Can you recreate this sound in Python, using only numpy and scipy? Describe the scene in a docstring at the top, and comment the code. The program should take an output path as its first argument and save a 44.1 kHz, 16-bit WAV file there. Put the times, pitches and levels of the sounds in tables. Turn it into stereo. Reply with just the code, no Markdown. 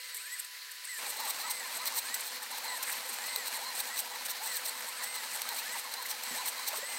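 """A desk, close up: four small pen plotters. One draws a rosette of circles; after a second three
writers join it in short strokes. Steppers whine through the frames at multiples of the step rate,
rising and falling with axis speed. Loose bearings chatter and rasp on the rods, slides and pens rub,
the drives hum, and a pen lift knocks now and then."""
import sys
import numpy as np
from scipy import signal
from scipy.fft import rfft, irfft, next_fast_len
from scipy.io import wavfile
from scipy.ndimage import uniform_filter1d

SR = 44100
rng = np.random.default_rng(int(sys.argv[2]) if len(sys.argv) > 2 else 0)


def master(y):
    """Save y as 16-bit WAV."""
    cut = np.clip(np.atleast_2d(y).T, -1, 1)
    pcm = np.round(cut * 32767)  # scale
    wavfile.write(sys.argv[1], SR, pcm.astype(np.int16))


N = 307818
T = np.arange(N) / SR

TURN_S, DRAW_FROM_S, DRAW_TO_S = 1.355, -.724, .715  # from, to: relative to mid-circle
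DRAW_STEP_HZ, SMOOTH_STEP_HZ = 519.5, 480
CIRCLER_RAMP_HZ_PER_S, WRITER_RAMP_HZ_PER_S = 6000, 4600
JOIN_S = .982  # writers start

# Table levels are relative. Order = multiple of the step rate.
# Circle midpoints: t/s
CIRCLES = [-0.279, 1.530, 3.326, 5.117, 6.917]
# Pen hops between circles: t/s from next midpoint, duration/s, peak step rate/Hz, level/dB
HOPS = [(-.98, .035, 490, -5), (-.957, .02, 490, -4), (-.9, .03, 490, -4), (-.86, .024, 490, 2),
        (-.834, .036, 480, -1)]
# Circler whine per axis, and its squeal: order, level/dB
BED_ORDERS = [(1, -13), (2, -13), (4, .3), (8, -2), (16, -.7)]
CARRIAGE_ORDERS = [(1, -11), (2, -12), (4, -11), (8, -7), (16, -12)]
SQUEAL_ORDERS = [(20, 0), (24, -5), (28, -3), (32, -6)]
# High resonances of the circler frame and the steel rods: f/Hz, width/Hz, level/dB
SQUEAL_MODES = [(8330, 1000, 0), (12300, 1500, -4.5)]
ROD_MODES = [(4200, 420, -2), (8350, 600, -8.5), (12100, 1000, -11)]
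# Frame radiation: f/Hz, level/dB
CIRCLER_FRAME = [(150, -50), (330, -33), (450, -16), (560, -14), (680, -24), (1000, -19), (1330, -17),
                 (1550, -8), (1850, -1.5), (2050, 1), (2600, -2), (3050, -15), (3600, -17), (4200, -9),
                 (4900, -18), (6600, -16), (7500, -4), (8300, 3.5), (9300, -10), (11000, -19)]
WRITER_FRAME = [(100, -40), (230, -9), (320, -16), (520, -9), (700, -6), (890, 2.5), (1010, .5),
                (1300, -3.5), (2000, 1), (3000, -4), (4150, 5), (5200, -6), (8300, 0), (13000, -9)]
# Slide and pen friction spectra: f/Hz, level/dB
CIRCLER_RUB = [(30, -44), (150, -38), (310, -34), (450, -18), (540, -17), (620, -21), (1000, -12),
               (1550, -3), (1850, 2), (2200, -2), (3500, -4), (4300, 0), (6000, -7), (16000, -12)]
WRITER_RUB = [(30, -38), (100, -33), (170, -29), (205, -12), (255, -6.5), (320, -16), (540, -5.5),
              (740, -4), (900, 2), (1150, -2), (2200, 0), (3100, -4.5), (6000, -5), (15500, -12)]
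# Drive hum: f/Hz, circler level/dB, writer level/dB
HUM = [(500.3, -79, -64), (1000, -64, -74), (2000, -72, -80)]
# Circler sleeve rattles, every lap: peak t/s from midpoint, swell/s, level/dB
LAP_RATTLES = [(-.811, .012, -45), (-.678, .012, -43), (-.546, .06, -47), (-.422, .04, -40),
               (-.225, .03, -44), (.245, .055, -42), (.428, .003, -42), (.452, .02, -42), (.62, .02, -47),
               (.68, .015, -38), (.726, .004, -46)]
# Hard rattles, mostly the writers', a few (2.43 s, 6.03 s) from the circler's bearings: peak t/s, swell/s,
# sleeve level/dB, rod level/dB
HARD_RATTLES = [(1.172, .008, -45, -48), (1.203, .012, -46, -46), (1.255, .009, -42, -44),
                (1.306, .031, -42, -41), (1.414, .025, -46, -46), (1.513, .014, -39, -35.5),
                (1.879, .026, -42, -38), (1.99, .05, -42, -38), (2.145, .004, -39, -39),
                (2.28, .035, -47, -46), (2.432, .012, -41, -52), (2.585, .017, -43, -47),
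                (2.833, .006, -34.5, -44), (2.93, .014, -41, -42), (3.14, .015, -41, -50),
                (3.27, .015, -41, -50), (3.482, .03, -42, -45), (3.805, .02, -41, -39),
                (3.998, .035, -39, -39), (4.263, .014, -39, -46), (4.313, .028, -46, -41),
                (4.475, .056, -43, -46), (4.575, .06, -45, -44), (4.663, .019, -45, -41),
                (5.042, .018, -41, -45), (5.16, .02, -46, -48), (5.597, .03, -46, -42),
                (5.939, .003, -43, -42), (6.026, .004, -44, -50), (6.066, .012, -40, -50),
                (6.114, .03, -42, -42), (6.484, .028, -42, -40), (6.686, .02, -39, -38),
                (6.775, .03, -42, -51)]
# Belt and bearing slack ticks: t/s, level/dB
TICKS = [(.1456, -31), (.718, -36), (1.857, -29), (1.9235, -31), (2.1425, -25), (2.828, -23.5),
         (3.3608, -23.5), (3.8028, -28), (5.418, -23), (5.4903, -26), (6.2362, -30)]
# Response of struck sleeves and rods: f/Hz, level/dB
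CIRCLER_SLEEVE = [(300, -35), (2000, -15), (4200, -10), (6500, -11), (8300, 6), (9100, 0), (10200, -8),
                  (11700, 0), (12900, 0), (13800, -14), (16000, -17)]
WRITER_SLEEVE = [(300, -35), (1000, -13), (2000, -14), (3000, -12), (5000, -11), (6000, -6), (7000, -9),
                 (8300, 4.5), (9100, -2), (10200, -9), (12100, -.5), (13000, -3), (14000, -5), (16000, -9)]
ROD_RESPONSE = [(300, -35), (1000, -12), (3000, -9), (3600, -2), (4150, 9), (4900, -5), (6000, 2.5),
                (7000, -10), (8600, 2), (10300, -11), (12600, -4), (14600, 6.5), (16000, -9)]
# Writer whine, and the overtone that rings the rods: order, level/dB
WRITER_ORDERS = [(1, -9), (2, 0), (4, -10), (16, -15)]
ROD_ORDER = [(8, -1)]
# Curved strokes: mid t/s, duration/s, peak step rate/Hz, level/dB
STROKES = [(1.06, .06, 490, 2), (1.225, .16, 490, 2), (1.29, .1, 590, -2), (1.454, .19, 650, 0),
           (1.47, .16, 490, -3), (1.655, .2, 530, -4), (1.82, .16, 520, -2), (1.833, .16, 650, 1),
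           (1.95, .14, 590, -1), (2.53, .08, 500, 0), (2.62, .15, 580, -2), (2.68, .19, 510, 1.5),
           (2.73, .2, 510, -3), (2.81, .11, 520, -3), (3.48, .08, 500, -1), (3.565, .1, 500, -2),
           (3.68, .3, 522, -1.5), (3.885, .09, 450, -1), (4.12, .05, 500, 2), (4.16, .06, 500, 2.5),
           (4.442, .18, 459, 0), (5.506, .14, 470, 2.5), (5.75, .1, 480, -1), (5.992, .24, 522, -1),
           (6.4, .15, 505, 1.5)]
# Lines: start t/s, stop t/s, max step rate/Hz, run-up level/dB, braking level/dB, 4th-order boost/dB
LINES = [(1.14, 1.39, 640, -9, -2, 0), (2.95, 3.14, 260, 5, 8, -4), (3.34, 3.585, 600, -9, -1, -3),
         (3.43, 3.67, 530, -16, -5, 14), (3.78, 4.085, 700, -9, 0, 0), (4.48, 4.775, 680, -14, -7, 16),
         (4.785, 5.13, 660, -5, -3, 13), (5.22, 5.448, 520, -18, -7, 20), (5.32, 5.695, 800, -3, -7, -6),
         (5.465, 5.79, 650, -10, -10, 11), (5.785, 6.195, 930, -6, -5, -6), (6.31, 6.575, 620, -12, -2, 8),
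         (6.485, 6.775, 620, -4, -3, 7)]
# Bearing drag: mid t/s, duration/s, level/dB
RASPS = [(1.2, .09, -44), (1.42, .07, -42), (1.81, .06, -45), (2.54, .12, -46), (2.68, .16, -46),
         (3.11, .06, -47), (3.46, .12, -47), (3.58, .07, -44), (4.38, .06, -47), (4.51, .14, -46),
         (5.03, .07, -46), (5.16, .07, -43), (5.52, .22, -47.5), (5.91, .06, -46), (6.04, .04, -44),
         (6.61, .14, -45)]
# Pen-lift and frame knocks: t/s, f/Hz, level/dB, decay/s
KNOCKS = [(2.875, 1900, -41, .02), (2.894, 1900, -40, .014), (2.935, 2800, -38, .006),
          (3.375, 480, -52, .022), (4.657, 680, -47, .012), (6.308, 250, -48, .02),
          (6.738, 950, -38.5, .012), (6.728, 650, -44, .018), (6.781, 480, -44, .009),
          (6.827, 560, -44, .01)]
# Side-channel response of the room scatter: f/Hz, level/dB
SIDE_RESPONSE = [(60, 7), (170, 3), (330, 2), (700, -6), (1400, -9), (3000, -11), (10000, -12),
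                 (15000, -10)]


def undb(db):
    """dB to gain."""
    return 10 ** (np.asarray(db) / 20)


def unit(x):
    """Scale to rms 1."""
    return x / np.sqrt(np.mean(x ** 2) + 1e-20)


def colour(x, points):
    """Minimum-phase filter through points of f/Hz, level/dB."""
    size = next_fast_len(N + 8192, real=True) // 2 * 2
    hz, db = np.transpose(points)
    bins_hz = np.arange(size // 2 + 1) * SR / size
    gain = undb(np.interp(np.log(bins_hz + 1), np.log(hz), db))
    cepstrum = irfft(np.log(gain))
    cepstrum[1:size // 2] *= 2
    cepstrum[size // 2 + 1:] = 0
    return irfft(rfft(x, size) * np.exp(rfft(cepstrum)))[:N]


def ring(x, hz, width_hz, stages=1):
    """Cascade of equal resonators, gain 1 at centre."""
    for _ in range(stages):
        x = signal.lfilter(*signal.iirpeak(hz, hz / width_hz, fs=SR), x)
    return x


def decay(x, decay_s):
    """Exponential tail on each impulse."""
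    return signal.lfilter([1], [1, -np.exp(-1 / (decay_s * SR))], x)


def walk(rate_hz):
    """Smooth random drift, spread near 1."""
    hop = max(int(SR / rate_hz), 1)
    points = 1.15 * rng.standard_normal(N // hop + 2)
    ease = .5 - .5 * np.cos(np.pi * np.arange(hop) / hop)
    return (points[:-1, None] + np.diff(points)[:, None] * ease).ravel()[:N]


def lap():
    """Time from the nearest circle midpoint, and pen speed as a step rate: ramp, hold, brake."""
    since_s = T - np.array(CIRCLES)[np.argmin(abs(T[:, None] - CIRCLES), axis=1)]
    edge_s = np.minimum(since_s - DRAW_FROM_S, DRAW_TO_S - since_s)
    return since_s, np.clip(edge_s * CIRCLER_RAMP_HZ_PER_S, 0, DRAW_STEP_HZ)


def moves(rows):
    """Step rate and gain of an axis: one arch of speed per move."""
    step_hz, gain = np.zeros((2, N))
    for mid_s, length_s, peak_hz, db in rows:
        i = np.arange(max(int((mid_s - length_s / 2) * SR), 0), min(int((mid_s + length_s / 2) * SR), N))
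        arch = np.maximum(np.cos(np.pi * (T[i] - mid_s) / length_s), 0)
        step_hz[i], gain[i] = peak_hz * arch, undb(db) * np.sqrt(arch)
    return step_hz, gain


def stepper(step_hz, orders, jitter, flutter):
    """Rotor snaps pole to pole; speed jitters, overtones flutter with load. Near silent when slow."""
    steps = np.cumsum(step_hz * (1 + jitter * walk(250))) / SR
    phase = 2 * np.pi * (steps % 1)
    whine = sum(undb(db) * (1 + flutter * walk(70)) * np.sin(order * phase) for order, db in orders)
    return whine * np.minimum(step_hz / 320, 1) ** 1.5


def circling_motors():
    """Bed and carriage run at the cosine and sine of the heading; the pen hops between circles."""
    since_s, feed_hz = lap()
    heading = 2 * np.pi * since_s / TURN_S
    bed_hz, carriage_hz = feed_hz * abs(np.cos(heading)), feed_hz * abs(np.sin(heading))
    bed = stepper(bed_hz, BED_ORDERS, jitter=.003, flutter=.17)
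    # the belt carries more whine pulling than pushing
    bed -= .2 * np.cos(heading) * ring(bed, 2100, 1900)
    carriage = stepper(carriage_hz, CARRIAGE_ORDERS, jitter=.008, flutter=.35)
    hop_hz, gain = moves([(mid_s + offset_s, *hop) for mid_s in CIRCLES for offset_s, *hop in HOPS])
    hops = gain * stepper(hop_hz, BED_ORDERS[:4], jitter=.04, flutter=.4)
    whine = undb(-44.5) * colour(bed + carriage + hops, CIRCLER_FRAME)
    return whine + undb(-44.5) * squeal(bed_hz) + undb(-55) * squeal(carriage_hz)


def squeal(step_hz):
    """Below cruising speed the rotor shudders; its upper orders sweep the high frame modes."""
    shudder = np.clip((SMOOTH_STEP_HZ - step_hz) / 55, 0, 1)
    upper = shudder * stepper(step_hz, SQUEAL_ORDERS, jitter=.011, flutter=.45)
    return sum(undb(db) * ring(upper, hz, width_hz, stages=2) for hz, width_hz, db in SQUEAL_MODES)


def impacts(rate_hz, scatter_db, decay_s, unevenness, contact_samples=14):
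    """A loose part strikes near-periodically, each strike a gritty crack."""
    chance = rng.standard_normal((int(8 * rate_hz), 2))
    periods_s = np.exp(unevenness * chance[:, 0]) / rate_hz
    onsets = (np.cumsum(periods_s) * SR).astype(int)
    hits = np.bincount(onsets, undb(scatter_db * chance[:, 1]), N)[:N]
    envelope = decay(uniform_filter1d(hits, size=contact_samples), decay_s)
    return unit(envelope * rng.standard_normal(N))


def rubbing(joined):
    """Rolling balls and pen tips make grit that rings the rods; the writer frames growl."""
    _, feed_hz = lap()
    load = undb(-6.5 + 1.2 * feed_hz / DRAW_STEP_HZ + 5.5 * joined + 1.3 * walk(30))
    circler = unit(colour(rng.standard_normal(N) * undb(walk(20)), CIRCLER_RUB))
    grains = impacts(rate_hz=900, scatter_db=3, decay_s=.0006, unevenness=.3)
    grit = unit(grains + .9 * rng.standard_normal(N))
    rods = unit(sum(undb(db + 2.2 * walk(45)) * ring(grit, hz, 1.5 * width_hz, stages=2)
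                    for hz, width_hz, db in ROD_MODES))
    roughness = impacts(rate_hz=1100, scatter_db=2.5, decay_s=.001, unevenness=.3)
    growl = unit(colour(roughness, WRITER_RUB))
    return undb(-46.5) * circler + load * (undb(-49) * rods + undb(-44) * joined * growl)


def hum(joined):
    """Pulsed drive current sings at steady pitches."""
    out = np.zeros(N)
    for hz, circler_db, writer_db in HUM:
        gain = undb(circler_db) + joined * undb(writer_db + 2 * walk(12))
        wobble_rad = (.25 + .15 * joined) * walk(14)
        out += gain * np.sin(2 * np.pi * hz * T + wobble_rad)
    return out


def bursts(rows, release_s=.008):
    """Rattle force: soft onset, swell, abrupt end."""
    force = np.zeros(N)
    for peak_s, swell_s, db in rows:
        corners_s = peak_s + np.array([-swell_s - .002, -swell_s, 0, release_s, release_s + .004])
        i = slice(*np.searchsorted(T, corners_s[[0, -1]]))
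        force[i] += undb(db + np.interp(T[i], corners_s, [-25, -11, 0, -11, -35]))
    return force


def chatter(joined, faint_per_s=9):
    """Bearing sleeves sizzle and buzz in bursts; hard rattles hammer the rods; ticks ring both."""
    sizzle = lap()[1] / DRAW_STEP_HZ * undb(-62 + 4 * walk(40))
    lap_force = sizzle + bursts([(mid_s + offset_s, swell_s, db)
                                 for mid_s in CIRCLES for offset_s, swell_s, db in LAP_RATTLES])
    faint_force = joined * bursts([((k + late) / faint_per_s, .016, -53 + 3 * strength)
                                   for k, (late, strength) in enumerate(rng.random((80, 2)))])
    sleeve_force = bursts([(peak_s, swell_s, db) for peak_s, swell_s, db, _ in HARD_RATTLES])
    rod_force = bursts([(peak_s, swell_s, db) for peak_s, swell_s, _, db in HARD_RATTLES])
    rod_force = np.hypot(undb(-1.5) * faint_force, rod_force)
    ticks = slack_ticks()
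    buzz = impacts(rate_hz=640, scatter_db=2, decay_s=.0008, unevenness=.25)
    hammer = impacts(rate_hz=430, scatter_db=1.2, decay_s=.00025, unevenness=.08, contact_samples=32)
    rattle = faint_force * buzz + .6 * sleeve_force * (buzz + hammer)
    sleeves = colour(undb(8.3) * rattle + undb(-3) * ticks, WRITER_SLEEVE)
    rods = colour(undb(8.6) * rod_force * hammer + undb(1.5) * ticks, ROD_RESPONSE)
    return sleeves + rods + colour(undb(8) * lap_force * buzz, CIRCLER_SLEEVE)


def slack_ticks():
    """Slack in belts and bearings gives lone ticks."""
    hits = np.zeros(N)
    for at_s, db in TICKS:
        hits[int(at_s * SR)] = undb(db)
    return decay(hits + 1e-18, decay_s=.0013) * rng.standard_normal(N)


def writing_motors(count=3):
    """Steppers whine through the frames: lines and curved strokes over a stutter of random moves."""
    out = straight_lines(count)
    for axis in range(count):
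        step_hz, gain = moves(STROKES[axis::count])
        rod = ring(stepper(step_hz, ROD_ORDER, jitter=.005, flutter=.3), 4170, 220)
        whine = stepper(step_hz, WRITER_ORDERS, jitter=.02, flutter=.45)
        out += undb(-45.5) * gain * (whine + rod)
        length_s, peak_hz, db = rng.uniform([.05, 370, -5], [.18, 590, 0], (240, 3)).T
        step_hz, gain = moves(zip(np.cumsum(length_s) - length_s / 2, length_s, peak_hz, db))
        stutter = stepper(step_hz, [(2, 0), (4, -2), (8, -6)], jitter=.012, flutter=.35)
        out += undb(-51.5) * gain * stutter
    return colour(out, WRITER_FRAME)


def straight_lines(count):
    """A stepper ramps, cruises and brakes; some lines ring the frame an octave higher."""
    out = np.zeros(N)
    for axis in range(count):
        step_hz, gain, upper_db = np.zeros((3, N))
        for start_s, stop_s, max_hz, run_up_db, brake_db, boost_db in LINES[axis::count]:
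            i = slice(int(start_s * SR), int(stop_s * SR))
            edge_s = np.minimum(T[i] - start_s, stop_s - T[i])
            step_hz[i] = np.clip(edge_s * WRITER_RAMP_HZ_PER_S, 0, max_hz)
            fade_s = start_s + (stop_s - start_s) * np.array([.4, .6])
            gain[i] = undb(np.interp(T[i], fade_s, [run_up_db, brake_db]))
            # the frame favours the 4th order near 2 kHz
            upper_db[i] = boost_db + 1.5 - abs(step_hz[i] - 490) / 16
        out += gain * stepper(step_hz, [(2, 0), (4, upper_db - 9), (8, -14)], jitter=.016, flutter=.45)
    return undb(-48) * out


def rasps():
    """A dragging bearing scrapes its rod, ringing two close modes."""
    drag = sum(undb(db) * np.sqrt(np.maximum(1 - (2 * (T - mid_s) / length_s) ** 2, 0))
               for mid_s, length_s, db in RASPS)
    scrape = drag * impacts(rate_hz=480, scatter_db=3, decay_s=.0008, unevenness=.2)
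    return undb(13) * sum(undb(2 * walk(25)) * ring(scrape, hz, 280, stages=2) for hz in (4040, 4210))


def knocks():
    """Pen lifts and frames: dull blows into damped plastic."""
    out = np.zeros(N)
    for at_s, hz, db, decay_s in KNOCKS:
        i = int(at_s * SR)
        age_s = T[:min(N - i, SR // 4)]
        body = unit(ring(rng.standard_normal(len(age_s)), hz, .5 * hz, stages=2))
        envelope = np.exp(-age_s / decay_s) * (1 - np.exp(-age_s / .001))
        out[i:i + len(age_s)] += undb(db + 3) * body * envelope
    return out


def scene():
    """Plotters just right of centre; desk and wall scatter, widest in the bass."""
    joined = np.clip((T - JOIN_S) / .005, 0, 1)
    direct = circling_motors() + rubbing(joined) + hum(joined) + chatter(joined)
    direct += joined * writing_motors() + rasps() + knocks()
    age_s = T[:SR // 3]
    scatter = rng.standard_normal((2, len(age_s))) * np.exp(-age_s / .035) * (age_s > .001)
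    scatter /= np.sqrt(np.sum(scatter ** 2, axis=1, keepdims=True))
    near, wide = (signal.fftconvolve(direct, response)[:N] for response in scatter)
    mid = direct + undb(-15) * near
    side = undb(-1) * colour(wide, SIDE_RESPONSE)
    return np.array([undb(-.8) * mid + side, undb(.8) * mid - side])


def record(dry):
    """Steep low-pass at 15.85 kHz."""
    return signal.sosfilt(signal.ellip(12, .2, 70, 15850, fs=SR, output="sos"), dry)


dry = scene()
out = record(dry)
master(out)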